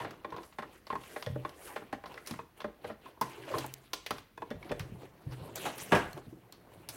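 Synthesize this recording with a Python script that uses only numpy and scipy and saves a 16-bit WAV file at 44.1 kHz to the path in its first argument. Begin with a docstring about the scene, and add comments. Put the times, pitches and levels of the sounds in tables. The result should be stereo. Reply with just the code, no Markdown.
"""A small hand-cranked die-cutting machine on a craft table in a furnished room.
Gear teeth knock the housing and the loose crank rattles as plates slide through the rollers in strokes.
Near 1.7 s card swishes out of the tray; near 3.5 s a plate drags, the housing groans, the table hums.
From 4.5 s the machine is lifted and carried to the left, rumbling in the hands.
It touches down at 5.65 s and lands foot by foot with a hollow clunk at 5.9 s; light clicks follow."""
import sys
import numpy as np
from scipy import signal
from scipy.fft import rfft, irfft
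from scipy.io import wavfile
from scipy.ndimage import uniform_filter1d

SR = 44100
rng = np.random.default_rng(int(sys.argv[2]) if len(sys.argv) > 2 else 0)


def generate_wav(sig):
    """Save sig (samples, or channels by samples) to the path in sys.argv[1] as 16-bit PCM at SR."""
    pcm = np.round(np.clip(np.atleast_2d(sig).T, -1, 1) * 32767).astype(np.int16)
    wavfile.write(sys.argv[1], SR, pcm)


N = 307004
TIME = np.arange(N) / SR
RING_TIME = TIME[:SR // 2]
CUTOFF_HZ = 16000

# bass, body, edge, treble (the order of every weight_db): low/Hz, high/Hz, centre/Hz
REGISTERS = [(28, 300, 200), (300, 1400, 700), (1400, 4500, 2500), (4500, 17000, 9000)]
# left-right coherence of near and of diffuse sound: f/Hz, coherence/1
NEAR_COHERENCE = [(100, 0.92), (300, 0.93), (600, 0.75), (1200, 0.43), (2500, 0.27), (6000, 0.71),
                  (14000, 0)]
ROOM_COHERENCE = [(100, 0.92), (300, 0.81), (600, 0.87), (1000, 0), (14000, 0.02)]


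def gear_knocks():
    """The housing knocks as gear teeth take up their slack or the machine is gripped."""
    # t/s, level/dB, tilt/(dB/oct), tone/Hz, tone gain/dB, t60/s
    hits = [(0.046, -35.5, 0, 780, -4, 0.07), (0.246, -34.5, 0, 1074, 3, 0.046),
            (0.585, -33.5, 1, 1014, -9, 0.1), (0.623, -39, 2.5, 1020, 17, 0.085),
            (0.901, -30, 0, 1060, 8.5, 0.11), (0.927, -32.5, -0.5, 875, 3, 0.043),
            (1.161, -34, 1, 696, -14, 0.092), (1.267, -33.5, 2.5, 512, 15, .056),
            (1.357, -33, -6, 573, 4.5, 0.041), (1.449, -31, -.3, 1120, 5, 0.055),
            (1.76, -33, 1.5, 680, 2, 0.099), (1.82, -45, -4, 690, 1, 0.12),
            (1.927, -32, 1.5, 704, 10.5, 0.087), (2.037, -42, 1, 1040, 8, 0.065),
            (2.175, -45, 4.5, 1350, 11, 0.093), (2.603, -46, 4.5, 1000, -4, 0.08),
            (2.643, -32, -1, 550, 0, 0.072), (2.68, -50, -1, 456, 4, .05),
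            (2.843, -35.5, 0.5, 510, 12.5, 0.08), (2.899, -38, -1, 636, 7, 0.13),
            (4.107, -30, 1, 1300, 10, 0.044), (4.51, -34.5, 1, 543, 4.5, 0.06),
            (4.716, -31, 5, 535, 19.5, 0.048)]
    # f/Hz, level/dB, t60/s
    modes = [(320, -5.5, 0.075), (449, 9.5, 0.32), (595, 10, 0.1), (802, 7.5, 0.1), (889, 2.5, 0.098),
             (1066, 4.5, 0.14), (1176, -0.5, 0.031), (1684, 1, 0.09), (1885, 4, 0.15), (2405, 3, 0.033),
             (3500, -3.5, 0.069)]
    return blows(hits, modes, KNOCK_SPECTRUM, weight_db=(-6, 0, -7, -23), max_t60_s=0.065, crowd_db=-2.5,
                 attack_s=0.00081, spread_rad=0.25, tone_q=8, dispersion_s=0.001006, snap_db=-2)


def crank_rattle():
    """The loose crank knocks on its shaft."""
    # t/s, level/dB, tilt/(dB/oct), tone/Hz, tone gain/dB, t60/s
    hits = [(0.001, -37, 1, 985, 5.5, 0.25), (0.322, -37.5, -1.5, 1060, 5, 0.11),
            (0.341, -40, -3, 1060, 8, .08), (0.382, -40.5, -0.5, 990, 5, 0.033),
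            (0.954, -33, -.5, 1020, 9, 0.044), (2.39, -36.5, -1, 1106, 10.5, 0.083),
            (3.058, -45.5, 3, 1040, 11, 0.042), (3.173, -55.5, -1, 980, 9, 0.048),
            (3.212, -23.5, -.5, 964, 12, 0.11), (3.477, -44.5, 2, 644, 6, 0.33),
            (3.515, -47, 2, 600, 3, 0.3), (3.539, -29, -2, 1090, 11, 0.07),
            (3.642, -36.5, 0.5, 850, 7, 0.044), (4.376, -41.5, 1, 946, -9, 0.042),
            (4.42, -36, -1.5, 910, 7, 0.047)]
    # f/Hz, level/dB, t60/s
    modes = [(290, -24, 0.093), (346, -14.5, 0.09), (456, -2, 0.095), (638, -3, 0.074), (880, 6, 0.025),
             (971.5, -6, 0.1), (1063.5, -2.5, 0.08), (1280, -15, 0.024), (1670, -11, 0.056),
             (2530, -12, 0.1), (3480, -11, 0.054)]
    return blows(hits, modes, KNOCK_SPECTRUM, weight_db=(-9.5, -4, -9.5, -19.5), max_t60_s=0.085,
                 crowd_db=-1, attack_s=0.001, spread_rad=0.26, tone_q=8.1, dispersion_s=0.0006,
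                 snap_db=19)


def landing_clunk():
    """The machine touches down, then lands foot by foot and rings as a whole."""
    # t/s, level/dB, tilt/(dB/oct), tone/Hz, tone gain/dB, t60/s
    hits = [(5.653, -32, 3, 835, 7, 0.14), (5.663, -34, 0, 650, 11, .12),
            (5.911, -35.5, -6.5, 330, 0, 0.055), (5.920, -18, 0, 943, 4, 0.12),
            (5.927, -19, -1.5, 516, 4, 0.091), (5.947, -22, 1.5, 1600, 6.5, 0.21)]
    # f/Hz, level/dB, t60/s
    modes = [(314, -7.5, 0.16), (362, -7, 0.076), (402, -22, 0.37), (513.6, -11.5, 0.3), (768, -13, 0.32),
             (872, -10, 0.33), (933, -13, 0.28), (1022, -12, 0.44), (1143, -16, 0.74), (1260, -8, 0.25),
             (1340, -28, 0.82), (1506, -12, 0.28), (1644, -2.5, 0.12), (1860, -16, 0.27), (2090, -14, 0.27),
             (2280, -22, 0.31), (2440, -16, 0.25), (2660, -13, 0.15), (3327, -22, 0.27), (3470, -16, 0.21)]
    # crowded modes: f/Hz, level/dB
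    spectrum = [(30, -3.5), (80, -36), (230, -6), (700, -6), (1600, -5), (2700, -7.5), (4200, -20.5),
                (9500, -22), (16000, -40)]
    return blows(hits, modes, spectrum, weight_db=(-9.5, 2.5, -3, -18), max_t60_s=0.16, crowd_db=6,
                 attack_s=0.0017, spread_rad=0.62, tone_q=8, dispersion_s=0.001, snap_db=-19)


def plate_clicks():
    """Plate edges, card and fingernails click: mostly crowded modes, with a broad tone."""
    # t/s, level/dB, tilt/(dB/oct), tone/Hz, tone gain/dB, t60/s
    hits = [(0.108, -47, 3.5, 1100, 2, 0.046), (0.304, -54, 0.5, 3000, -8, 0.044),
            (0.364, -40.5, -0.5, 930, 9.5, 0.08), (0.432, -51, 3.5, 1080, 10, 0.082),
            (0.525, -54.5, -1.5, 2150, 7, 0.13), (0.869, -45, 0, 4470, -17, 0.056),
            (1.036, -47, -0.5, 2300, 16, 0.045), (1.225, -36, .5, 3200, 7, 0.04),
            (1.263, -36.5, 0, 2930, 1, 0.017), (1.479, -61, 6, 3880, -4, 0.043),
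            (1.493, -46, 1.5, 3480, -17, .025), (2.058, -41.5, -2, 1500, -1, 0.078),
            (2.142, -47.5, 0.5, 2400, 3, 0.033), (2.262, -46, 5, 9000, 2, 0.026),
            (2.272, -37.5, 4.5, 9250, 6, 0.065), (2.31, -39, 1.3, 10400, 9, 0.033),
            (2.338, -42, -8, 2000, 1, 0.033), (2.603, -45, -0.5, 3200, 8, 0.052),
            (2.617, -42.5, -1.5, 1300, -11, .04), (3.212, -36, 13, 9250, -11, 0.069),
            (3.297, -54, 14, 10100, 3, 0.034), (3.583, -35, 3.5, 4030, -3, 0.07),
            (3.933, -28.5, 3, 3930, -8, 0.053), (4.063, -34, 2.5, 2100, 6.5, 0.055),
            (4.107, -29.5, 0, 1220, 2.5, 0.052), (4.183, -43.5, -1.5, 3240, -3, 0.038),
            (4.504, -47, 2, 1580, 6, 0.048), (4.628, -53, 0, 2300, -1, 0.054),
            (4.646, -59, 2, 2400, 1, .04), (4.693, -47.5, 0, 2400, 12, 0.093),
            (4.795, -40, 3.5, 1900, 14, 0.1), (5.558, -42, 4, 10500, -2, 0.069),
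            (5.783, -47.5, 0.5, 11700, 1, 0.046), (6.523, -54.5, 1, 4100, -22, 0.2),
            (6.888, -37, 4, 10000, 3.5, 0.089)]
    # f/Hz, level/dB, t60/s
    modes = [(620, -8, .025), (1050, -3, .03), (2100, -4, .02), (2750, -3, .02), (3300, -7, .012),
             (4250, -6, .012), (5400, -4, .015)]
    # crowded modes: f/Hz, level/dB
    spectrum = [(100, -16), (400, -6), (1000, 0), (1600, -5), (2300, -1), (3300, -1), (4300, -1), (5400, 1),
                (7500, -10), (10500, -7), (16000, -8)]
    return blows(hits, modes, spectrum, weight_db=(-14, 1.5, 0, -7), max_t60_s=0.028, crowd_db=11,
                 attack_s=0.00024, spread_rad=0.66, tone_q=2.5, dispersion_s=0.0004, snap_db=3.5)


def blows(hits, modes, spectrum, weight_db, max_t60_s, crowd_db, attack_s, spread_rad, tone_q,
          dispersion_s, snap_db):
    """Each blow rings a body's clear modes and a crowd of others; its contact sets tilt and tone."""
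    size = len(RING_TIME)
    hz, mode_db, t60_s = np.transpose(modes)[:, :, None]
    crowd = stereo_noise(spectrum, NEAR_COHERENCE)
    damped_t60_s = np.minimum(t60_s, max_t60_s)  # plastic and rubber limit the ring
    swing = np.exp(2j * np.pi * hz * RING_TIME) * fade(RING_TIME, damped_t60_s)
    # bending waves: lows travel slower, so a knock falls in pitch
    bins_hz = np.maximum(np.fft.rfftfreq(size, 1 / SR), 1)
    delay_s = dispersion_s * 1200 / (bins_hz + 200)
    bending = np.exp(-2j * np.pi * np.cumsum(delay_s) * SR / size)
    rings = []
    for *_, crowd_t60_s in hits:
        # each blow lands on another spot and favours other modes
        strength = from_db(mode_db.T + 2.5 * rng.standard_normal(len(modes)))
        phase = rng.uniform(0, 2 * np.pi, len(modes))
        # higher modes reach the two microphones less in step
        phase = phase + spread_rad * np.sqrt(hz.T / 1000) * rng.standard_normal((2, len(modes)))
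        clear = ((strength * np.exp(1j * phase)) @ swing).imag
        start = rng.integers(N - size)
        snap = from_db(snap_db) * fade(RING_TIME, 0.0017)
        dense = crowd[:, start:start + size] * (fade(RING_TIME, crowd_t60_s) + snap)
        ring = (peak_one(clear) + from_db(crowd_db) * peak_one(dense)) * onset(attack_s)
        rings.append(irfft(rfft(ring) * bending, size))
    split = [band(np.array(rings), (low, high), order=3) for low, high, _ in REGISTERS]
    out = np.zeros((2, N))
    for (t_s, level_db, tilt, tone_hz, tone_db, _), *parts in zip(hits, *split):
        sound = sum(gain * peak_one(part) for gain, part in zip(register_gains(weight_db, tilt), parts))
        tone = signal.lfilter(*signal.iirpeak(tone_hz, tone_q, fs=SR), sound)
        sound = peak_one(sound + from_db(tone_db) * tone)
        add(out, t_s - attack_s / 2 - dispersion_s / 2, from_db(level_db) * sound)
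    return out


def table_bumps():
    """Soft, heavy contacts on table and floor: one panel mode, a dull thud and the table's sway."""
    # t/s, level/dB, f/Hz, t60/s
    hits = [(0.923, -54, 169, 0.14), (1.267, -36.5, 126, 0.23), (1.297, -33.5, 127.6, 0.25),
            (1.928, -38.5, 275, 0.058), (2.309, -37.5, 230, 0.082), (2.641, -44, 212, 0.11),
            (3.214, -46.5, 137.6, 0.26), (3.553, -43, 130.6, 0.47), (4.509, -37, 242, 0.022),
            (4.54, -44.5, 133, 0.076), (4.707, -32, 394, 0.035), (4.712, -42, 132, 0.13),
            (4.802, -36, 135, 0.046), (4.92, -39, 130, 0.059), (5.265, -33, 125.4, 0.12),
            (5.414, -43, 138, 0.075), (5.922, -26, 230, 0.098), (6.136, -46.5, 139, 0.32),
            (6.177, -43.5, 420, 0.046), (6.267, -43.5, 148, 0.024), (6.326, -43.5, 323, 0.052),
            (6.368, -55, 350, .04)]
    heaviest_db = max(hit[1] for hit in hits)
    sway = damped_sine(hz=42, t60_s=0.44)
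    out = np.zeros(N)
    for t_s, level_db, hz, t60_s in hits:
        burst = rng.standard_normal(len(RING_TIME)) * fade(RING_TIME, 0.07)
        thud = from_db(-6) * peak_one(band(burst, (hz / 2, hz * 1.39)))
        rocking = from_db(-20 + (level_db - heaviest_db) / 2) * sway
        sound = (peak_one(damped_sine(hz, t60_s)) + thud + rocking) * onset(0.0042)
        add(out, t_s, from_db(level_db) * peak_one(sound))
    return np.array([out, out])


def sliding():
    """Friction of plates, card, rollers and hands: strokes and rumble judder, scrapes run evenly."""
    # plate, card or hand slides: fastest at t/s, rise/s, fall/s, level/dB, tilt/(dB/oct)
    strokes = [(0, .03, 0.16, -45.5, -5), (0.428, .05, 0.17, -70.5, 5.5), (0.75, 0.049, 0.053, -60.5, 2),
               (1.04, 0.022, 0.018, -68, 4), (1.13, 0.26, 0.21, -54, 1.5), (1.45, 0.21, 0.79, -59.5, -1.5),
               (1.686, 0.14, .13, -53.5, 3), (2.11, 0.063, 0.16, -52, -1.7),
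               (2.303, 0.058, 0.1, -49.5, 0.5), (2.579, 0.018, 0.07, -60.5, 0),
               (2.88, 0.062, 0.054, -49.5, -2.5), (3.08, 0.087, 0.063, -56, -2),
               (3.591, 0.12, 0.12, -45.5, 0.35), (4.16, 0.099, 0.061, -56.5, 1.5),
               (4.67, 0.074, 0.18, -53, -3.5), (5.031, 0.054, 0.063, -51.5, -2.5),
               (5.329, 0.027, 0.058, -50, 0), (5.46, .08, .1, -70, 0), (5.664, 0.032, 0.035, -40.5, -1),
               (5.96, 0.039, 0.12, -39.5, -4), (6.11, 0.08, 0.11, -67, 3.5), (6.29, 0.087, 0.1, -73.5, 3.5),
               (6.179, 0.039, 0.024, -48, -4), (6.74, 0.075, 0.15, -61.5, -0.5),
               (6.93, 0.031, 0.18, -60, 4.5)]
    # rollers under load: t/s, level/dB
    grinding = [(0.0, -56), (0.23, -55.5), (0.4, -48.5), (0.54, -73), (0.67, -51), (0.82, -66.5),
                (0.98, -60), (1.08, -76), (1.37, -55.5), (1.52, -57), (1.68, -63.5), (2.25, -78),
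                (2.38, -70), (3.21, -61), (3.42, -62.5), (3.55, -34), (3.76, -67), (4.4, -75)]
    # machine rumbling in the hands: t/s, level/dB
    carrying = [(4.4, -57), (4.63, -54.5), (4.86, -49), (5.02, -57.5), (5.3, -52), (5.45, -42),
                (5.6, -49.5), (5.9, -49), (6.15, -51), (6.35, -60.5), (6.64, -56.5), (6.88, -52.5),
                (6.96, -50)]
    # shoved plate or dragged edge: t/s, length/s, level/dB, fade/(dB/s), tilt/(dB/oct)
    scrapes = [(3.22, 0.33, -52.5, 7, -1), (3.487, 0.38, -55, 31, 1.5), (5.552, .225, -43, 47, 1.7),
               (5.775, 0.17, -47, 48, 2.5)]
    slide_weight_db, swell_db, roundness = (-15.5, 0, -0.5, -5), 15.5, 1.34
    friction = friction_noise()
    power = np.zeros((len(REGISTERS), N))
    for t_s, rise_s, fall_s, level_db, tilt in strokes:
        t = np.arange(-min(2 * rise_s, t_s), 2 * fall_s, 1 / SR)
        envelope = from_db(level_db - swell_db * np.maximum(-t / rise_s, t / fall_s) ** roundness)
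        add(power, t_s + t[0], np.outer(register_gains(slide_weight_db, tilt), envelope) ** 2)
    for curve, weight_db in (grinding, (-16, -2.5, -13, -26)), (carrying, (-7, -5.5, -13, -21)):
        level_db = np.interp(TIME, *np.transpose(curve), left=-np.inf, right=-np.inf)
        power += np.outer(from_db(weight_db), from_db(level_db)) ** 2
    judder = rms_one(from_db(0.5 * drift(rate_hz=37)))
    power *= judder ** 2
    for t_s, length_s, level_db, fade_db_per_s, tilt in scrapes:
        release = fade(np.maximum(RING_TIME - length_s, 0), t60_s=0.6)
        envelope = onset(0.005) * release * from_db(level_db - fade_db_per_s * RING_TIME)
        add(power, t_s, np.outer(register_gains(slide_weight_db, tilt), envelope) ** 2)
    parts = [rms_one(band(friction, (low, high), order=3)) for low, high, _ in REGISTERS]
    return sum(gain * part for gain, part in zip(np.sqrt(power), parts))


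def friction_noise(snags_per_s=55, snag_db=2.5, snag_t60_s=0.0018, grain_db=1.5):
    """Rubbing noise with a fine grain and sparse snags."""
    # f/Hz, level/dB
    spectrum = [(18, -41), (30, -39), (131, 5), (210, -11), (319, -4.5), (449, -9.5), (499, -8),
                (1010, -14.5), (1320, -22), (3140, -24), (3870, -32.5), (7670, -30), (11700, -26),
                (14400, -26), (16000, -60)]
    snags = (rng.random(N) < snags_per_s / SR) * rng.uniform(0.2, 1, N)
    crackle = signal.lfilter([from_db(snag_db)], [1, -fade(1 / SR, snag_t60_s)], snags + 1e-18)
    noise = stereo_noise(spectrum, NEAR_COHERENCE, flicker_db=4)
    grain = from_db(grain_db * drift(rate_hz=540))
    return noise * grain * (1 + crackle)


def rubbed_tones():
    """Friction drives resonances of card, housing and table: narrow noise bands that follow a pitch."""
    # each: t/s, f/Hz, level/dB
    card_swish = [(1.599, 1410, -83), (1.666, 1150, -73), (1.689, 968, -50.5), (1.729, 886, -52),
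                  (1.78, 745, -102)]
    housing_groan = [(3.34, 470, -69), (3.385, 416, -53), (3.425, 360.5, -54), (3.465, 458, -59),
                     (3.485, 601.5, -47), (3.53, 565, -43), (3.57, 621, -44), (3.615, 480, -50),
                     (3.68, 457, -68)]
    table_hum = [(3.35, 128, -72), (3.39, 127.6, -58), (3.5, 128, -58), (3.54, 128, -66)]
    out = np.zeros(N)
    for curve, width_hz in (card_swish, 560), (housing_groan, 110), (table_hum, 25):
        t_s, hz, level_db = np.transpose(curve)
        phase = 2 * np.pi * np.cumsum(np.interp(TIME, t_s, hz)) / SR
        noise = rms_one(drift(width_hz) * np.cos(phase) + drift(width_hz) * np.sin(phase))
        active = (TIME > t_s[0]) & (TIME < t_s[-1])
        out += noise * from_db(np.interp(TIME, t_s, level_db)) * active
    return out


def plastic_ticks():
    """Tiny bright snaps of plastic close to the microphones."""
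    # t/s, level/dB, low edge/Hz, left over right/dB
    hits = [(3.212, -45, 8900, -3), (3.586, -40.5, 6000, 4), (3.664, -42, 8000, 0), (3.739, -37, 2000, 2.5),
            (4.108, -41.5, 3000, 1), (4.795, -48.5, 3600, 2), (5.558, -36, 7500, 3), (5.782, -44, 8000, 5),
            (6.131, -52, 3180, 13), (6.524, -48.5, 3600, 4), (6.89, -41, 7000, -8)]
    out = np.zeros((2, N))
    for t_s, level_db, low_hz, left_db in hits:
        burst = rng.standard_normal((2, len(RING_TIME))) * fade(RING_TIME, 0.0094)
        snap = peak_one(band(burst, (low_hz, CUTOFF_HZ)))
        add(out, t_s, from_db(level_db) * snap * from_db([[left_db / 2], [-left_db / 2]]))
    return out


def edge_pings():
    """A flicked thin edge rings briefly in one mode."""
    # t/s, level/dB, f/Hz
    flicks = [(0.868, -50, 4400), (1.225, -42, 3080), (2.178, -42.5, 2020), (4.628, -43.5, 2240),
              (6.131, -49, 4260), (6.524, -48, 4320)]
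    out = np.zeros(N)
    for t_s, level_db, hz in flicks:
        add(out, t_s, from_db(level_db) * peak_one(damped_sine(hz, t60_s=0.024)))
    return out


def room_echoes(x, build_s=0.0088):
    """Each channel excites its own diffuse reflections, which build quickly and die band by band."""
    # f/Hz, level/dB
    spectrum = [(60, 7.5), (200, 10.5), (500, 2), (1200, -6), (3200, -3.5), (5400, -7), (8000, 1),
                (14000, -9.5)]
    # f/Hz, t60/s
    decay = [(80, 0.54), (200, 0.22), (500, 0.29), (1500, 0.46), (5000, 0.43), (14000, 0.19)]
    size = 2 * len(RING_TIME)
    build = 1 - np.exp(-(TIME[:size] / build_s) ** 2)
    out = np.zeros((2, N))
    for channel in x:
        tail = rms_one(stereo_noise(spectrum, ROOM_COHERENCE, size, decay) * build)
        out += signal.fftconvolve(channel[None], tail, axes=1)[:, :N]
    return out / np.sqrt(2 * size)


def room_air():
    """Faint steady noise of the still room."""
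    # f/Hz, level/dB
    spectrum = [(15, -30), (25, -1), (48, 5), (344, -3.5), (394, -6), (451, -16), (531, 39), (591, -35),
                (1330, -10), (2160, -13), (7510, -27), (14800, -20), (16000, -36)]
    return from_db(-64) * stereo_noise(spectrum, ROOM_COHERENCE)


def stereo_noise(spectrum, coherence, size=N, decay=None, flicker_db=0):
    """Half-octave noise bands, each with its own level, coherence and optional decay or flicker."""
    edges_hz = np.geomspace(24, 17500, 20)
    white, out = rng.standard_normal((2, 2, size)), 0
    for k, (low, high) in enumerate(zip(edges_hz, edges_hz[1:])):
        hz = np.sqrt(low * high)
        mid, side = band(white[k % 2], (low, high))
        alike = at_hz(coherence, hz)
        gain = from_db(at_hz(spectrum, hz))
        if decay is not None:
            gain = gain * fade(TIME[:size], at_hz(decay, hz))
        if flicker_db:
            gain = gain * from_db(flicker_db * drift(rate_hz=50))
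        out = out + gain * (np.sqrt(1 + alike) * mid + np.sqrt(1 - alike) * side * [[1], [-1]])
    return rms_one(out)


def register_gains(weight_db, tilt_db_per_oct, pivot_hz=1400):
    """Harder or faster contact tilts the four registers towards the treble."""
    octaves = np.log2(np.array(REGISTERS)[:, 2] / pivot_hz)
    return from_db(np.array(weight_db) + tilt_db_per_oct * octaves)


def from_db(db):
    """Decibels to gain."""
    return 10 ** (np.asarray(db) / 20)


def rms_one(x):
    """Scale to unit power."""
    return x / np.sqrt(np.mean(x ** 2) + 1e-20)


def peak_one(x):
    """Scale the loudest 5 ms of the channel mean to unit power."""
    mid = np.atleast_2d(x).mean(axis=0)
    return x / np.sqrt(uniform_filter1d(mid ** 2, size=220).max() + 1e-20)


def at_hz(points, hz):
    """Read a table on a log-frequency axis."""
    points = np.array(points)
    return np.interp(np.log(hz), np.log(points[:, 0]), points[:, 1])


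def onset(attack_s):
    """Exponential rise to 1."""
    return 1 - np.exp(-RING_TIME / attack_s)


def fade(t, t60_s):
    """Exponential decay, 60 dB in t60_s."""
    return np.exp(-np.log(1000) * t / t60_s)


def damped_sine(hz, t60_s):
    """One freely ringing mode."""
    return np.sin(2 * np.pi * hz * RING_TIME) * fade(RING_TIME, t60_s)


def band(x, edges_hz, order=2):
    """Butterworth band-pass."""
    return signal.sosfilt(signal.butter(order, edges_hz, "band", fs=SR, output="sos"), x)


def drift(rate_hz):
    """Random curve through unit-normal knots."""
    knots = rng.standard_normal(int(N / SR * rate_hz) + 2)
    return np.interp(TIME * rate_hz, np.arange(len(knots)), knots)


def add(track, t_s, sound):
    """Mix a sound in at t_s."""
    start = max(round(t_s * SR), 0)
    track[..., start:start + sound.shape[-1]] += sound[..., :max(N - start, 0)]


def place(x, left_db, lead_ms=0):
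    """The left microphone hears the source louder and, given a lead, earlier."""
    right = np.interp(TIME - lead_ms / 1000, TIME, x[1])
    return np.array([x[0] * from_db(left_db / 2), right * from_db(-left_db / 2)])


def scene():
    """The machine works just left of the microphones, then moves farther left; impacts wake the room."""
    # path of the carried machine: t/s, left lead/ms
    path = [(4.5, 0.038), (5.0, 0.13), (5.55, 0.27), (6.1, 0.39), (6.4, 0.091)]
    lead_ms = np.interp(TIME, *np.transpose(path))
    knocks = gear_knocks() + crank_rattle()
    clicks = plate_clicks() + edge_pings()
    landing = landing_clunk()
    bumps = table_bumps()
    rubbing = sliding() + rubbed_tones()
    near = place(knocks, left_db=3.5, lead_ms=0.076) + place(clicks, left_db=1.5, lead_ms=0.0544)
    near += place(bumps, left_db=3) + plastic_ticks()
    moving = place(landing, left_db=3.5, lead_ms=lead_ms) + place(rubbing, left_db=3, lead_ms=lead_ms)
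    send = (from_db(-13) * knocks + from_db(-11.5) * clicks
            + from_db(-17.5) * bumps + from_db(-10.5) * landing)
    return near + moving + place(room_echoes(send), left_db=2) + room_air()


def record(dry):
    """The microphones lose the deepest bass; the top is cut steeply."""
    thin = signal.sosfilt(signal.butter(2, 31, "high", fs=SR, output="sos"), dry)
    return signal.sosfilt(signal.ellip(10, 0.1, 80, CUTOFF_HZ, fs=SR, output="sos"), thin)


# crowded modes of housing and crank: f/Hz, level/dB
KNOCK_SPECTRUM = [(80, -46), (250, -14.5), (550, -14), (1100, -6.5), (1900, -4), (2600, -12), (3600, -16),
                  (6000, -28), (10000, -30), (16000, -52)]

dry = scene()
out = record(dry)
generate_wav(out)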